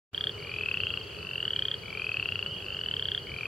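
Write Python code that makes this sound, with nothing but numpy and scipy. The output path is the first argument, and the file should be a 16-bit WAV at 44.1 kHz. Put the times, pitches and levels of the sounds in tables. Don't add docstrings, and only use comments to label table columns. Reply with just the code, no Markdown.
import sys
import numpy as np
from scipy import signal
from scipy.fft import rfft, irfft
from scipy.io import wavfile
from scipy.ndimage import uniform_filter1d

SR = 44100
rng = np.random.default_rng(int(sys.argv[2]) if len(sys.argv) > 2 else 0)


def volts_from_db(level):
    exponent = np.asarray(level, float) / 20
    return 10 ** exponent


def to_wav(s):
    ch = np.atleast_2d(s).T
    pcm = np.round(np.clip(ch, -1, 1) * 32767)
    wavfile.write(sys.argv[1], SR, pcm.astype(np.int16))


N = 153027

# [f/Hz, level/dB]
HUM_MID = [(22, -49), (50, -11), (91, 0), (147, -3.5), (257, -16), (302, -14.5), (409, -5.5), (704, -20.5),
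           (1100, -24)]
HUM_SIDE = [(13, -40), (22, -23), (97, 4), (274, -5.5), (402, 2.5), (600, -4.5), (1000, -9), (1300, -40),
            (2200, -120)]
HISS_MID = [(800, -11.5), (1300, 2), (1800, -5.5), (2150, -2.5), (3500, -6), (3900, -8), (5300, -19),
            (15700, -26)]
HISS_SIDE = [(800, -11), (1300, -3), (1800, -5), (3300, -5.5), (3900, -11.5), (5300, -15), (8000, -20),
             (15700, -23)]
# [f/Hz, width/Hz, level/dB]
TONES = [
    (95.85, 4.4, -55.5),
    (414.9, 7.8, -59.5),
    (561.7, 6.7, -68.5),
    (15735, 3.6, -89),
]
# [t/s, delay/ms]
CHIRP_DRIFT = [(.4, 15.6), (.8, 15.2), (1.201, 19), (1.6, 12.2), (2.0, 14.4), (2.4, 16.8), (2.8, 17.7),
               (3.2, 22)]
# [t/s, level/dB]
CROWD_SWELL = [(.1, -7), (.4, -3.5), (.7, 0.5), (1.05, -2.5), (1.4, -0.5), (1.8, -2.5), (2.2, 1),
               (2.6, -3.5), (3.0, 0.5), (3.4, -4)]
# [t/s, length/s, start f/Hz, end f/Hz, level/dB]
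FAR_CALLS = [(0.102, 0.27, 2430, 2520, -55), (0.098, 0.17, 2930, 3150, -71), (0.263, .3, 2690, 2910, -49.5),
             (.78, .2, 3060, 3260, -46.5), (0.993, 0.11, 2580, 2775, -45), (0.968, .25, 3210, 2985, -49),
             (1.534, .3, 2375, 2540, -51), (1.55, .24, 2590, 2890, -52), (1.78, 0.29, 2800, 3250, -55.5),
             (2.44, 0.17, 2940, 3254, -47), (2.473, 0.17, 2800, 2990, -40), (2.65, 0.21, 2870, 3270, -55),
             (2.893, .2, 2690, 2800, -46), (3.059, .14, 2734, 2760, -52.5), (3.2, 0.23, 2950, 3150, -55),
             (3.33, 0.13, 2740, 2840, -53)]
# [t/s, length/s, start f/Hz, end f/Hz, level/dB]
WHISTLES = [
    (.79, 0.1405, 3060, 3230, -42),
    (2.455, 0.18, 2940, 3250, -45.5),
    (2.66, .15, 2950, 3200, -44.5),
    (.27, .2, 2900, 2920, -54.5),
    (1.53, .2, 2370, 2480, -54),
    (3.36, .11, 3300, 2100, -50.5),
    (2.462, 0.023, 2930, 2980, -36.5),
]
# [t/s of first pulse, frog index]
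CALL_STARTS = [
    (.1474, 1),
    (.3804, 0),
    (1.1086, 1),
    (1.8364, 0),
    (2.5661, 1),
    (3.2716, 0),
    (.5147, 2),
    (2.1647, 2),
]
# [pulse number, gap to next/ms]
GAPS_1 = [(0, 31.98), (3, 30.28), (4, 23.63)]
GAPS_2 = [(0, 22.86), (7, 22.91), (12, 26.05), (16, 30.97), (19, 35.27), (21, 34.62), (22, 38.91)]
GAPS_3 = [(0, 19.76), (8, 20.94), (13, 23.7), (18, 27.58), (21, 30.7), (24, 30.56), (25, 26.94)]
GAPS_4 = [(0, 23.11), (7, 22.95), (12, 25.76), (16, 30.27), (19, 34.67), (22, 35.48)]
GAPS_5 = [(0, 19.56), (6, 20.26), (11, 22.72), (17, 27.71), (22, 31.84), (24, 29.19)]
GAPS_6 = [(0, 23.45), (3, 23.04), (7, 22.97)]
GAPS_7 = [(0, 25.8), (4, 31), (9, 31.9)]
GAPS_8 = [(0, 27.6), (3, 32.2), (8, 32.8)]
# [t/s, ring f/Hz, effort level/dB]
SAC_1 = [(.147, 3210, -18.5), (.211, 3310, -16.5), (.272, 3285, -15), (.296, 3290, -19.5)]
SAC_2 = [(.38, 2270, -36), (.472, 2420, -30.5), (.587, 2550, -23), (.688, 2620, -19), (.837, 2804, -17),
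         (.975, 2845, -19.5), (1.014, 2930, -29.5)]
SAC_3 = [(1.108, 2610, -37.5), (1.2, 2650, -32), (1.271, 2770, -26.5), (1.358, 2815, -21.5),
         (1.48, 3050, -18.5), (1.593, 3150, -16), (1.716, 3260, -16.5), (1.743, 3210, -19)]
SAC_4 = [(1.836, 2340, -33.5), (1.929, 2370, -27.5), (2.044, 2558, -22), (2.144, 2630, -19.5),
         (2.29, 2785, -17.5), (2.427, 2850, -19.5), (2.464, 2910, -21)]
SAC_5 = [(2.566, 2640, -35.5), (2.685, 2790, -26), (2.769, 2894, -24), (2.888, 3047, -19),
         (2.996, 3180, -19), (3.119, 3247, -16.5), (3.149, 3330, -16.5), (3.179, 3253, -18.5)]
SAC_6 = [(3.272, 2280, -33.5), (3.318, 2350, -29), (3.388, 2464, -26.5), (3.433, 2446, -24),
         (3.457, 2535, -22)]
SAC_7 = [(.52, 3080, -35.5), (.8, 3230, -32)]
SAC_8 = [(2.17, 3030, -34), (2.44, 3300, -38)]
# [rise/ms, knock f/Hz, knock level/dB, upper f ratio, upper level/dB, left-right/dB, side echo/dB]
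FROGS = [
    (1.96, 1490, -15, 1.46, -30, 4, -33),
    (2.027, 1702, -16, 1.21, -27.5, 0.5, -36),
    (1.59, 2000, -12, 1.17, -16, -1, -27),
]
# [f/Hz, decay/ms]
RING_DECAY = [
    [(2300, 0.84), (2580, 1.78), (2700, 0.96), (2830, 0.71)],
    [(2650, .7), (2830, 1.5), (3100, 1.5), (3300, 0.77)],
    [(3000, 2.9), (3300, 1.8)],
]
# [tail/ms, tail level/dB, under f ratio, under level/dB]
TAILS = [
    (4.5, -15, .76, -25),
    (3.5, -23, .7, -30),
    (4.5, -20, .7, -30),
]
KNOCK_DECAY_MS = (.65, 1.0, .9)
# [f/Hz, width/Hz, depth/dB]
SPECTRUM_DIPS = [
    (3698, 99, -12.5),
    (5017, 114, -10.5),
    (2090, 146, -2),
    (3426, 104, -1),
]

FAR_T60_S = 0.14


def evened(x):
    return x / np.sqrt(np.mean(x ** 2) + 1e-20)


def add(mix, start_s, sound):
    part = mix[max(round(start_s * SR), 0):][:len(sound)]
    part += sound[:len(part)]


def stereo(mid, side):
    return np.array([mid + side, mid - side])


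def pan(x, left_right_db):
    return x * volts_from_db([[left_right_db / 2], [-left_right_db / 2]])


def unit_time(length_s):
    return np.arange(0, length_s, 1 / SR) / length_s


def glide(start_hz, end_hz, u):
    return start_hz + (end_hz - start_hz) * np.sin(np.pi / 2 * u)


def resonate(x, hz, width_hz):
    turn = np.exp(2j * np.pi * np.cumsum(hz * np.ones(len(x))) / SR)
    r = np.exp(-np.pi * width_hz / SR)
    return 2 * (turn * signal.lfilter([1 - r], [1, -r], x / turn)).real


def scatter(x, t60_s):
    t = np.arange(SR // 3) / SR
    taps = rng.choice([-1., 1.], (2, len(t))) * (rng.random((2, len(t))) < .05)
    taps = taps * volts_from_db(-60 * t / t60_s) * (t > .003)
    taps = taps / np.linalg.norm(taps, axis=1)[:, None]
    return signal.fftconvolve(x[None], taps, axes=1)[:, :N]


def noise(colour, patchy_db):
    a, b, patches = rng.standard_normal((N // 256 + 5, 513, 3)).T
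    patches = uniform_filter1d(patches, size=8, axis=0)
    patches = evened(uniform_filter1d(patches, size=12, axis=1))
    spectrum = (a + 1j * b) * volts_from_db(patchy_db * patches)
    patchy = signal.istft(spectrum, nperseg=1024, noverlap=768)[1][:N]
    f, db = np.transpose(colour)
    hz = np.fft.rfftfreq(N, 1 / SR)
    colour_db = np.interp(np.log(hz + 1), np.log(f + 1), db, -99, -99)
    return evened(irfft(rfft(patchy) * volts_from_db(colour_db), N))


def night():
    tones = np.zeros(N)
    for hz, width_hz, db in TONES:
        tone = resonate(rng.standard_normal(N), hz, width_hz)
        tones += volts_from_db(db) * evened(resonate(tone, hz, 3 * width_hz))
    mid = volts_from_db(-45.5) * noise(HUM_MID, patchy_db=1.0) + volts_from_db(-53) * noise(HISS_MID, patchy_db=1.82)
    side = volts_from_db(-55.5) * noise(HUM_SIDE, patchy_db=1.0) + volts_from_db(-54) * noise(HISS_SIDE, patchy_db=-0.5)
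    return stereo(mid + tones, side)


def cricket():
    chirps_per_s, chirp_s, lead_s = 26.5, 0.02315, .01
    top_hz, fall_hz, bend, pitch_spread = 4679, 763, 2.3, .006
    fade_db, spread_db = -7, 1.6
    swarm_hz, swarm_width_hz = 4705, 980

    trill = np.zeros(N)
    beats_s = np.arange(4, chirps_per_s * N / SR) / chirps_per_s
    delays_s = np.interp(beats_s, *np.transpose(CHIRP_DRIFT)) / 1000
    u = unit_time(chirp_s)
    swell = np.sin(np.pi * u ** 0.98) * volts_from_db(fade_db * u ** 2)
    for t, (a, b, c) in zip(beats_s + delays_s - lead_s, rng.standard_normal((len(beats_s), 3))):
        hz = (top_hz - fall_hz * u ** bend) * (1 + pitch_spread * a)
        chirp = swell * np.sin(2 * np.pi * (np.cumsum(hz) / SR + c))
        add(trill, t + .0012 * b, volts_from_db(spread_db * c) * chirp)
    trill = volts_from_db(-55.5) * evened(trill)

    swarm = rng.standard_normal(N)
    for _ in range(3):
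        swarm = resonate(swarm, swarm_hz, swarm_width_hz)
    a, b = scatter(trill + volts_from_db(-53) * evened(swarm), 0.12)
    return pan(trill, 2.5) + volts_from_db(-9.5) * stereo(a, 0.77 * b)


def far_call(length_s, start_hz, end_hz, db, phase):
    clicks_per_s, slowing, jitter, width_hz, half_db = 80, .3, .25, 116, -39
    u = unit_time(length_s)
    rate_hz = clicks_per_s * (1 - slowing * u) * (1 + jitter * np.sin(40 * u + 9 * phase))
    clicks = np.diff(np.floor(phase + np.cumsum(rate_hz) / SR), prepend=0)
    hz = glide(start_hz, end_hz, u)
    ring = resonate(resonate(clicks, hz, width_hz), hz, width_hz)
    ring = resonate(ring, hz, 2 * width_hz)
    half = resonate(resonate(clicks, hz / 2, 2 * width_hz), hz / 2, 2 * width_hz)
    swell = np.sin(np.pi * u ** 0.72) ** 0.22
    return volts_from_db(db) * swell * (evened(ring) + volts_from_db(half_db) * evened(half))


def far_frogs():
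    calls, crowd = np.zeros(N), np.zeros(N)
    for (t, *call), phase in zip(FAR_CALLS, rng.random(len(FAR_CALLS))):
        add(calls, t, volts_from_db(-3.5) * far_call(*call, phase))
    for t, (p, q, phase) in zip(np.linspace(-.3, N / SR, num=36), rng.random((36, 3))):
        low_hz = 2480.4 + 471 * p
        add(crowd, t, far_call(.4, low_hz, 1.12 * low_hz, -6 * q, phase))
    swell_db = np.interp(np.arange(N) / SR, *np.transpose(CROWD_SWELL))
    crowd = evened(crowd) * volts_from_db(swell_db)
    a, b = scatter(calls, FAR_T60_S) + volts_from_db(-46.5) * scatter(crowd, 2 * FAR_T60_S)
    return stereo(a + volts_from_db(-12) * calls, volts_from_db(-10.5) * b + 0.027 * a)


def whistles():
    waver_hz, flutter_db = 14, 1.8
    line = np.zeros(N)
    for t, length_s, start_hz, end_hz, db in WHISTLES:
        u = unit_time(length_s)
        waver, flutter = (evened(uniform_filter1d(v, size=500)[:len(u)])
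                          for v in rng.standard_normal((9000, 2)).T)
        hz = glide(start_hz, end_hz, u) + waver_hz * waver
        tone = np.sin(np.pi * u) ** 0.46 * np.sin(2 * np.pi * np.cumsum(hz) / SR)
        add(line, t, volts_from_db(db + 2 + flutter_db * flutter) * tone)
    a, b = scatter(line, FAR_T60_S)
    return pan(line, -2) + volts_from_db(-10) * stereo(a, .3 * b)


def pulse(hz, rise_ms, decay_ms, phase):
    sag = 0.017
    ms = np.arange(700) / SR * 1000
    u = ms / rise_ms
    rise = np.sin(np.pi / 2 * np.minimum(u, 1)) ** 2
    fall = 1 / np.cosh((ms - rise_ms) / decay_ms)
    turns = hz * np.cumsum(1 - sag * (u - 1).clip(-1, 4)) / SR + phase
    return np.where(u < 1, rise, fall) * np.sin(2 * np.pi * turns)


def near_call(voice, start_s, frog, gaps, sac):
    peak_db, pulse_spread_db, bite_spread_db = -1.5, .5, 4
    knock_steadiness, upper_decay_ms = 0.11, 0.3
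    rise_ms, knock_hz, knock_db, upper, upper_db = FROGS[frog][:5]
    tail_ms, tail_db, under, under_db = TAILS[frog]
    number, gap_ms = np.transpose(gaps)
    gaps_ms = np.interp(np.arange(number[-1] + 1), number, gap_ms)
    times_s = start_s + np.r_[0, np.cumsum(gaps_ms)] / 1000
    sac_s, sac_hz, sac_db = np.transpose(sac)
    for t, (p, q, z) in zip(times_s, rng.standard_normal((len(times_s), 3))):
        hz, effort_db = np.interp(t, sac_s, sac_hz), np.interp(t, sac_s, sac_db)
        decay_ms = np.interp(hz, *np.transpose(RING_DECAY[frog]))
        creak = pulse(hz, rise_ms, decay_ms, 0)
        creak += volts_from_db(tail_db) * pulse(hz, 1.5 * rise_ms, tail_ms, 0)
        creak += volts_from_db(under_db) * pulse(under * hz, rise_ms, .8, q)
        knock = pulse(knock_hz * (hz / sac_hz[-1]) ** 0.37, 0.48 * rise_ms, KNOCK_DECAY_MS[frog], p)
        creak += volts_from_db(knock_db + z - knock_steadiness * (effort_db + 16.5)) * knock
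        bite = pulse(upper * hz, 0.64 * rise_ms, upper_decay_ms, q)
        creak += volts_from_db(upper_db + bite_spread_db * p) * bite
        add(voice, t - 1.121 * rise_ms / 1000, volts_from_db(effort_db + peak_db + pulse_spread_db * z) * creak)


def near_frogs():
    lag_ms, echo_db, echo_t60_s = .027, -15, 0.11
    all_gaps = (GAPS_1, GAPS_2, GAPS_3, GAPS_4, GAPS_5, GAPS_6, GAPS_7, GAPS_8)
    all_sacs = (SAC_1, SAC_2, SAC_3, SAC_4, SAC_5, SAC_6, SAC_7, SAC_8)
    voices = np.zeros((len(FROGS), N))
    for (start_s, frog), gaps, sac in zip(CALL_STARTS, all_gaps, all_sacs):
        near_call(voices[frog], start_s, frog, gaps, sac)
    out = np.zeros((2, N))
    for voice, (*_, left_right_db, side_echo_db) in zip(voices, FROGS):
        late = np.interp(np.arange(N) - lag_ms * SR / 1000, np.arange(N), voice)
        a, b = scatter(voice, echo_t60_s)
        out += pan(np.array([voice, late]), left_right_db)
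        out += stereo(volts_from_db(echo_db) * a, volts_from_db(side_echo_db) * b)
    return out


def scene():
    return night() + cricket() + far_frogs() + whistles() + near_frogs()


def low_pass(x):
    return signal.sosfilt(signal.butter(12, 16230, fs=SR, output="sos"), x)


def record(dry):
    start_s, lead_in_s, lead_in_db, edge_hz = 0.1342, .021, -26, 15780
    hz, t = np.fft.rfftfreq(N, 1 / SR), np.arange(N) / SR
    colour_db = -30 * (hz > edge_hz)
    for f, width_hz, db in SPECTRUM_DIPS:
        colour_db = colour_db + db * np.exp(-((hz - f) / width_hz) ** 2)
    heard = irfft(rfft(dry, axis=1) * volts_from_db(colour_db), N, axis=1)
    opening_s = [start_s - lead_in_s, start_s - .004, start_s + 0.0022]
    opening = np.interp(t, opening_s, [0, volts_from_db(lead_in_db), 1])
    return low_pass(heard * opening)


dry = scene()
out = record(dry)
to_wav(out)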